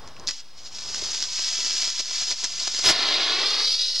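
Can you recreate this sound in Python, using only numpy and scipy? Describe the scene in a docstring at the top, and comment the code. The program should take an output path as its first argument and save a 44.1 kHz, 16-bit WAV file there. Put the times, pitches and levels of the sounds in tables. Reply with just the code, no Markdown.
"""Hand flare in a leafy yard

The striker cracks, the priming fizzes and spits, then the main charge catches with a whistling
whoosh and burns as a hissing, roaring jet. The flare is lowered towards a coat on a stand, so the
echo from the ground comes ever sooner and sweeps the hiss upwards."""
import sys
import numpy as np
from scipy import signal
from scipy.fft import rfft, irfft
from scipy.io import wavfile
from scipy.ndimage import map_coordinates

SR = 44100
rng = np.random.default_rng(int(sys.argv[2]) if len(sys.argv) > 2 else 0)


def unload_audio(sound):
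    """Save the sound as a 16-bit wav file, at the path given as the first command line argument."""
    columns = np.transpose(np.atleast_2d(sound))
    # keep every value between -1 and 1, then stretch to whole-number steps
    steps = np.round(np.clip(columns, -1, 1) * 32767)
    wavfile.write(sys.argv[1], SR, steps.astype(np.int16))


N = 176400
T = np.arange(N) / SR
HZ = np.maximum(np.arange(N // 2 + 1) * SR / N, 1)


def from_db(db):
    """Decibels to gain."""
    return 10 ** (np.asarray(db) / 20)


def rms_one(x):
    """Scale to unit rms."""
    return x / np.sqrt(np.mean(x ** 2) + 1e-20)


def in_time(rows):
    """Each column of an envelope table at every sample."""
    times, *columns = np.transpose(rows)
    return [np.interp(T, times, column) for column in columns]


def over_hz(points):
    """A frequency curve at every FFT bin."""
    hz, value = np.transpose(points)
    return np.interp(np.log(HZ), np.log(hz), value)


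def colour(x, spectrum):
    """Minimum-phase EQ: nothing rings ahead of an attack."""
    cepstrum = irfft(np.log(from_db(over_hz(spectrum))), N)
    cepstrum[1:N // 2] *= 2
    cepstrum[N // 2 + 1:] = 0
    return irfft(rfft(x) * np.exp(rfft(cepstrum)), N)


def drift(rate_hz):
    """Random modulation, mostly slower than rate_hz; rms 1."""
    return rms_one(irfft(rfft(rng.standard_normal(N)) / (1 + (HZ / rate_hz) ** 2), N))


def turbulence(spectrum, flutter_db, rate_hz):
    """Gas noise whose strength flutters at random; rms 1."""
    return rms_one(colour(rng.standard_normal(N) * from_db(flutter_db * drift(rate_hz)), spectrum))


def grains(spectrum, per_s, spread_db=4.5):
    """Random tiny bursts, mostly weak, a few strong; rms 1."""
    sizes = from_db(spread_db * np.minimum(rng.exponential(1, N), 4.5))
    signs = rng.choice([-1, 1], N)
    fires = rng.random(N) < per_s / SR
    return rms_one(colour(sizes * signs * fires, spectrum))


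def delayed(x, lag_ms):
    """A gliding delay line."""
    return map_coordinates(x, [np.arange(N) - lag_ms * SR / 1000], order=3)


# Envelope of the main burn: time_s, hiss_db, roar_db, hiss_centre_hz
FLAME_ENVELOPE = [(2.86, -90, -92, 4587), (2.91, -26, -29, 4418), (2.97, -27, -30.5, 4208),
                  (3.05, -24, -27.5, 4082), (3.31, -25.5, -28, 3978), (3.40, -25, -28, 4245),
                  (3.49, -22.5, -32.5, 4350), (3.55, -25.5, -33, 4353), (3.61, -23.5, -31, 4488),
                  (3.72, -23, -48, 4594), (3.748, -23.5, -49, 4640), (3.775, -28, -51, 4640),
                  (3.80, -22.5, -49, 4400), (3.85, -24.5, -54, 4510), (3.875, -25.5, -52, 4544),
                  (3.94, -28.5, -51, 4716), (4.0, -25, -52, 4730)]
# Tone of the jet's hiss before it is swept: freq_hz, relative_db
JET_TONE = [(200, -44), (450, -27.5), (1200, -42), (2000, -21.5), (3000, -11.5), (3800, 0), (4500, 2.5),
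            (5150, -1), (5700, -6), (7000, -20.5), (8500, -25.5), (11000, -37), (15000, -58)]
# Tone of the broad roar under the hiss: freq_hz, relative_db
ROAR_TONE = [(40, -41), (120, -18), (200, -10.5), (330, -7), (450, -4), (700, -3), (1150, -1.5), (1600, -3),
             (2100, 0), (3000, -2.5), (4200, -2), (6000, -6), (9000, -34.5), (15000, -61)]
# Bright tone of the flame's sparks and of the ignition's rush: freq_hz, relative_db
RUSH_TONE = [(30, -10.5), (200, -13.5), (700, -7.5), (2000, -5.5), (3000, -2), (4000, 1), (5200, 2.5),
             (6000, -4), (7000, -12), (8500, -15), (11000, -25), (15000, -48)]


def flame(unswept_centre_hz=4474):
    """The jet's hiss dips, then climbs in pitch while its roar dies away; sparks crackle in it."""
    hiss_db, roar_db, centre_hz = in_time(FLAME_ENVELOPE)
    jet = turbulence(JET_TONE, flutter_db=1.14, rate_hz=45)
    playhead = np.cumsum(centre_hz / unswept_centre_hz)  # varispeed moves the whole band
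    hiss = map_coordinates(jet, [playhead], order=5, mode="wrap")
    sparks = from_db(-20) * grains(RUSH_TONE, per_s=500)
    roar = turbulence(ROAR_TONE, flutter_db=1.5, rate_hz=87)
    return from_db(hiss_db + 0.2) * (hiss + sparks) + from_db(roar_db + 0.9) * roar


# Envelope of the charge catching: time_s, rush_db, thump_db, whistle_db
IGNITION_ENVELOPE = [(2.815, -53, -75, -80), (2.842, -21.5, -43, -53), (2.862, -17.5, -39, -26),
                     (2.884, -18, -30, -15), (2.89, -15, -28, -26), (2.909, -15, -25, -38),
                     (2.92, -22, -50, -48), (2.96, -52, -75, -80)]
# Tone of the thump that gives it weight: freq_hz, relative_db
THUMP_TONE = [(25, -3), (50, 5), (90, -10), (150, 9), (220, -4), (700, 1), (2000, -4.5), (5000, -29),
              (15000, -58)]


def ignition(whistle_hz=5190, waver_hz=126.5):
    """Gas bursts from the mouth of the tube with a thump and a wavering whistle."""
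    rush_db, thump_db, whistle_db = in_time(IGNITION_ENVELOPE)
    phase = 2 * np.pi * np.cumsum(whistle_hz + waver_hz * drift(rate_hz=94)) / SR
    whistle = rms_one(np.sin(phase) * (1 + .3 * drift(rate_hz=360)))
    rush = turbulence(RUSH_TONE, flutter_db=.8, rate_hz=200)
    thump = turbulence(THUMP_TONE, flutter_db=1.2, rate_hz=80)
    return from_db(rush_db) * rush + from_db(thump_db) * thump + from_db(whistle_db) * whistle


# Envelope of the burning priming: time_s, level_db
PRIMING_ENVELOPE = [(.265, -78), (.285, -31.5), (.33, -40), (.413, -40.5), (.423, -68), (.47, -64),
                    (.5, -78), (.54, -71), (.58, -43.5), (.63, -49), (.675, -37), (.70, -50), (.75, -35),
                    (.87, -34.5), (.95, -30), (1.21, -28), (1.27, -31.5), (1.42, -25), (1.72, -25.5),
                    (1.85, -22.5), (1.93, -31.5), (1.99, -26.5), (2.04, -34.5), (2.11, -29), (2.2, -24.5),
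                    (2.26, -29), (2.30, -25.5), (2.36, -34), (2.42, -29), (2.52, -32), (2.61, -26),
                    (2.71, -28), (2.78, -25), (2.82, -27), (2.9, -20), (2.95, -85)]
# Tone of its thin fizz: freq_hz, relative_db
FIZZ_TONE = [(100, -40), (350, -50), (700, -22), (1200, -19), (2000, -15), (3000, -9), (4000, -4),
             (5200, 0.5), (6000, -2), (7000, -8), (8500, -22.5), (11000, -36.5), (15000, -48.5)]
# Crisp tone of its sparks, spits and cracks: freq_hz, relative_db
CRACKLE_TONE = [(100, -18.5), (350, -12), (1000, -14.5), (2000, -7), (3000, -7), (4500, 3.5), (5500, 2.5),
                (7000, -3.5), (9000, -22.5), (15000, -65)]
# Dull tone of its pops and puffs: freq_hz, relative_db
PUFF_TONE = [(30, -17), (80, -4), (150, 2.5), (220, -3.5), (330, -5.5), (480, 1.5), (700, 2.5),
             (1500, -3.5), (3000, -6), (6000, -47), (15000, -79)]


def priming():
    """The priming fizzes; sparks and tiny low pops ride the same envelope."""
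    level_db, = in_time(PRIMING_ENVELOPE)
    fizz = turbulence(FIZZ_TONE, flutter_db=1.2, rate_hz=60)
    sparks = from_db(-10) * grains(CRACKLE_TONE, per_s=500)
    pops = from_db(-34.5) * grains(PUFF_TONE, per_s=130)
    return from_db(level_db - 1.28) * (fizz + sparks + pops)


# Hits of the striker and of sparks: start_s, level_db, t60_s, ring_hz, ring_relative_db
CRACK_HITS = [(.0755, -25.5, 0.0093, 4650, -6), (0.086, -37, 0.017, 5200, -6),
              (0.1657, -39.5, .006, 2520, 6), (0.1976, -27.5, 0.0037, 4900, -12),
              (.238, -36, .005, 5000, -6), (0.2687, -32, .03, 4000, 0), (0.2735, -15.5, 0.0039, 3940, 8),
              (0.2788, -14.5, 0.0088, 4400, 1), (0.2856, -15.5, 0.073, 1900, -21.5),
              (0.3094, -16.5, 0.014, 4830, -1), (.786, -26, 0.0069, 2400, -1), (.898, -39, .012, 450, 9),
              (.945, -14, 0.0087, 1740, -10), (1.023, -29, .016, 426, 2), (1.2256, -12, 0.014, 4950, -6),
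              (1.239, -17, 0.0083, 3800, 0), (1.394, -13.5, 0.006, 1110, -17),
              (1.9031, -8.5, 0.0026, 4500, -9), (2.623, -16.5, .004, 5000, -11),
              (2.74, -14, .003, 5000, -10), (2.794, -17, 0.0064, 4500, -12),
              (2.827, -14, 0.0052, 2200, -10), (2.961, -10, 0.0019, 4000, -6)]


def cracks(ring_width=0.4):
    """Each crack is a fast-dying noise burst with a short ring, ring_width times its pitch wide."""
    snaps, rings = np.zeros(N), np.zeros(N)
    t = T[:SR // 10]
    for start_s, level_db, t60_s, ring_hz, ring_db in CRACK_HITS:
        start = int(start_s * SR)
        burst = from_db(level_db - 4.5 - 60 * t / t60_s) * rng.choice([-1, 1], len(t))
        b, a = signal.iirpeak(ring_hz, 1 / ring_width, fs=SR)
        ring = signal.lfilter(b, a, signal.lfilter(b, a, burst))
        makeup_gain = np.sqrt(SR / (2 * ring_hz * ring_width))
        snaps[start:start + len(t)] += burst
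        rings[start:start + len(t)] += from_db(ring_db) * ring * makeup_gain
    eq_gain = np.sqrt(np.mean(from_db(over_hz(CRACKLE_TONE)) ** 2))
    return colour(snaps, CRACKLE_TONE) / eq_gain + rings


# Spits of the priming: centre_s, length_s, hiss_db, puff_db
SPIT_SWELLS = [(1.15, 0.0084, -24, -48), (1.391, 0.0055, -28, -37.5), (1.589, 0.0037, -37, -44),
               (1.663, 0.017, -29, -45.5), (1.877, 0.0059, -25.5, -46), (2.003, 0.012, -21.5, -48.5),
               (2.114, .008, -37, -46), (2.22, 0.014, -35, -38.5), (2.314, .02, -23, -35.5),
               (2.446, 0.015, -22.5, -34.5), (2.677, 0.006, -21, -27.5), (2.793, .006, -20.5, -38)]


def spits():
    """Short swells of gas, each a rough hiss over a low puff."""
    hiss_gain, puff_gain = np.zeros(N), np.zeros(N)
    for centre_s, length_s, hiss_db, puff_db in SPIT_SWELLS:
        swell = np.exp(-2 * ((T - centre_s) / length_s) ** 2)
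        hiss_gain += from_db(hiss_db) * swell
        puff_gain += from_db(puff_db) * swell
    hiss = turbulence(CRACKLE_TONE, flutter_db=3.6, rate_hz=580)
    puff = turbulence(PUFF_TONE, flutter_db=6.0, rate_hz=143)
    return hiss_gain * hiss + puff_gain * puff


# Delay of the bounce off the ground: time_s, lag_ms
GROUND_DELAY = [(0.35, 3.492), (0.6, 3.6), (1, 3.203), (1.3, 3.158), (1.55, 2.99), (2.1, 2.939),
                (2.75, 2.883), (3.1, 2.857), (3.28, 2.761), (3.45, 2.548), (3.65, 2.321), (3.8, 2.049),
                (3.93, 2.015)]
# EQ of that bounce at its closest: freq_hz, gain_db
GROUND_EQ = [(200, -9), (1000, -6.5), (3000, -9), (5500, -9), (10000, -16)]


def ground_echo(flare):
    """The bounce comes sooner and louder as the flare is lowered: a rising comb sweep in the mix."""
    lag_ms, = in_time(GROUND_DELAY)
    closeness = np.sqrt(lag_ms.min() / lag_ms)
    return closeness * delayed(colour(flare, GROUND_EQ), lag_ms)


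# Close reflection by the coat: time_s, lag_ms, gain
COAT_REFLECTION = [(3.2, 1.4, 0), (3.45, 1.31, .13), (3.62, 1.23, .16), (3.8, .92, .3), (3.93, .83, .42),
                   (4, .82, .42)]


def coat_echo(flare):
    """A second, inverted echo grows as the flare nears the coat."""
    lag_ms, gain = in_time(COAT_REFLECTION)
    return -gain * delayed(flare, lag_ms)


def scatter(x, t60_s):
    """Diffuse dying reflections from leaves, logs and bushes, with unit gain."""
    tail = rng.standard_normal(SR // 2) * from_db(-60 * T[:SR // 2] / t60_s)
    return signal.fftconvolve(x, tail / np.sqrt(np.sum(tail ** 2)))[:N]


# Background level under the recorder's automatic gain, as a drawn curve: time_s, level_db
AUTO_GAIN_DUCKING = [(0, -49.5), (.29, -46), (.34, -59.5), (.52, -59.5), (.72, -53), (1.0, -45.5),
                     (1.5, -60), (2.0, -71), (2.6, -54.5), (4, -67)]
# Tone of the yard's rustle and rumble: freq_hz, relative_db
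YARD_TONE = [(20, 3), (60, 6), (130, 1), (300, -2), (800, -1), (1150, -1), (2000, -12), (2800, -17),
             (5000, -13), (7000, -25), (9000, -31), (15000, -42)]


def ducked_background():
    """Faint rustle and rumble: ducked at the first loud cracks, back up, ducked as the hiss grows."""
    level_db, = in_time(AUTO_GAIN_DUCKING)
    return from_db(level_db) * turbulence(YARD_TONE, flutter_db=2, rate_hz=7.7)


# EQ of the diffuse side signal, widest in the treble: freq_hz, gain_db
SIDE_EQ = [(100, -50), (500, -44), (1000, -36), (2000, -27), (4500, -23), (8000, -13), (12000, -7)]
# Phase between the two ports: freq_hz, left_lead_rad
PORT_LEAD = [(1000, 0), (1700, -.05), (2500, -.22), (3500, -.32), (5200, -.46), (8000, -.72), (11000, -1),
             (15000, -1.1)]


def mic_ports(mid, hiss_db=-68):
    """Two closely spaced ports hear the scene slightly out of step, each with a faint hiss."""
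    side = colour(scatter(mid, t60_s=.15), SIDE_EQ)
    sign = np.array([[1], [-1]])  # left, right
    phase_shift = np.exp(.5j * sign * over_hz(PORT_LEAD))
    stereo = irfft(rfft(mid + sign * side) * phase_shift, N)
    return stereo + from_db(hiss_db) * rng.standard_normal((2, N))


def scene():
    """The flare and its echoes over the ducked background, in stereo."""
    flare = priming() + spits() + cracks() + ignition() + flame()
    echoes = ground_echo(flare) + coat_echo(flare)
    reverb = from_db(-14) * scatter(flare, t60_s=.16)
    return mic_ports(flare + echoes + reverb + ducked_background())


# Narrow resonances of the microphone: centre_hz, width_hz, boost_db
MIC_RESONANCES = [(1062, 41, 1.5), (2766, 45, 2.5), (5110, 360, 2), (6700, 18, 0)]


def record(dry, cutoff_hz=15850, dc_offset=-.0123):
    """Peaks are rounded, the microphone rings faintly, the top is cut and the converter adds DC."""
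    rounded = 0.64 * np.tanh(dry / 0.67)
    boost_db = sum(db / (1 + (2 * (HZ - hz) / width) ** 2) for hz, width, db in MIC_RESONANCES)
    top_cut = 1 / np.sqrt(1 + (HZ / cutoff_hz) ** 200)
    return irfft(rfft(rounded) * from_db(boost_db) * top_cut, N) + dc_offset


dry = scene()
out = record(dry)
unload_audio(out)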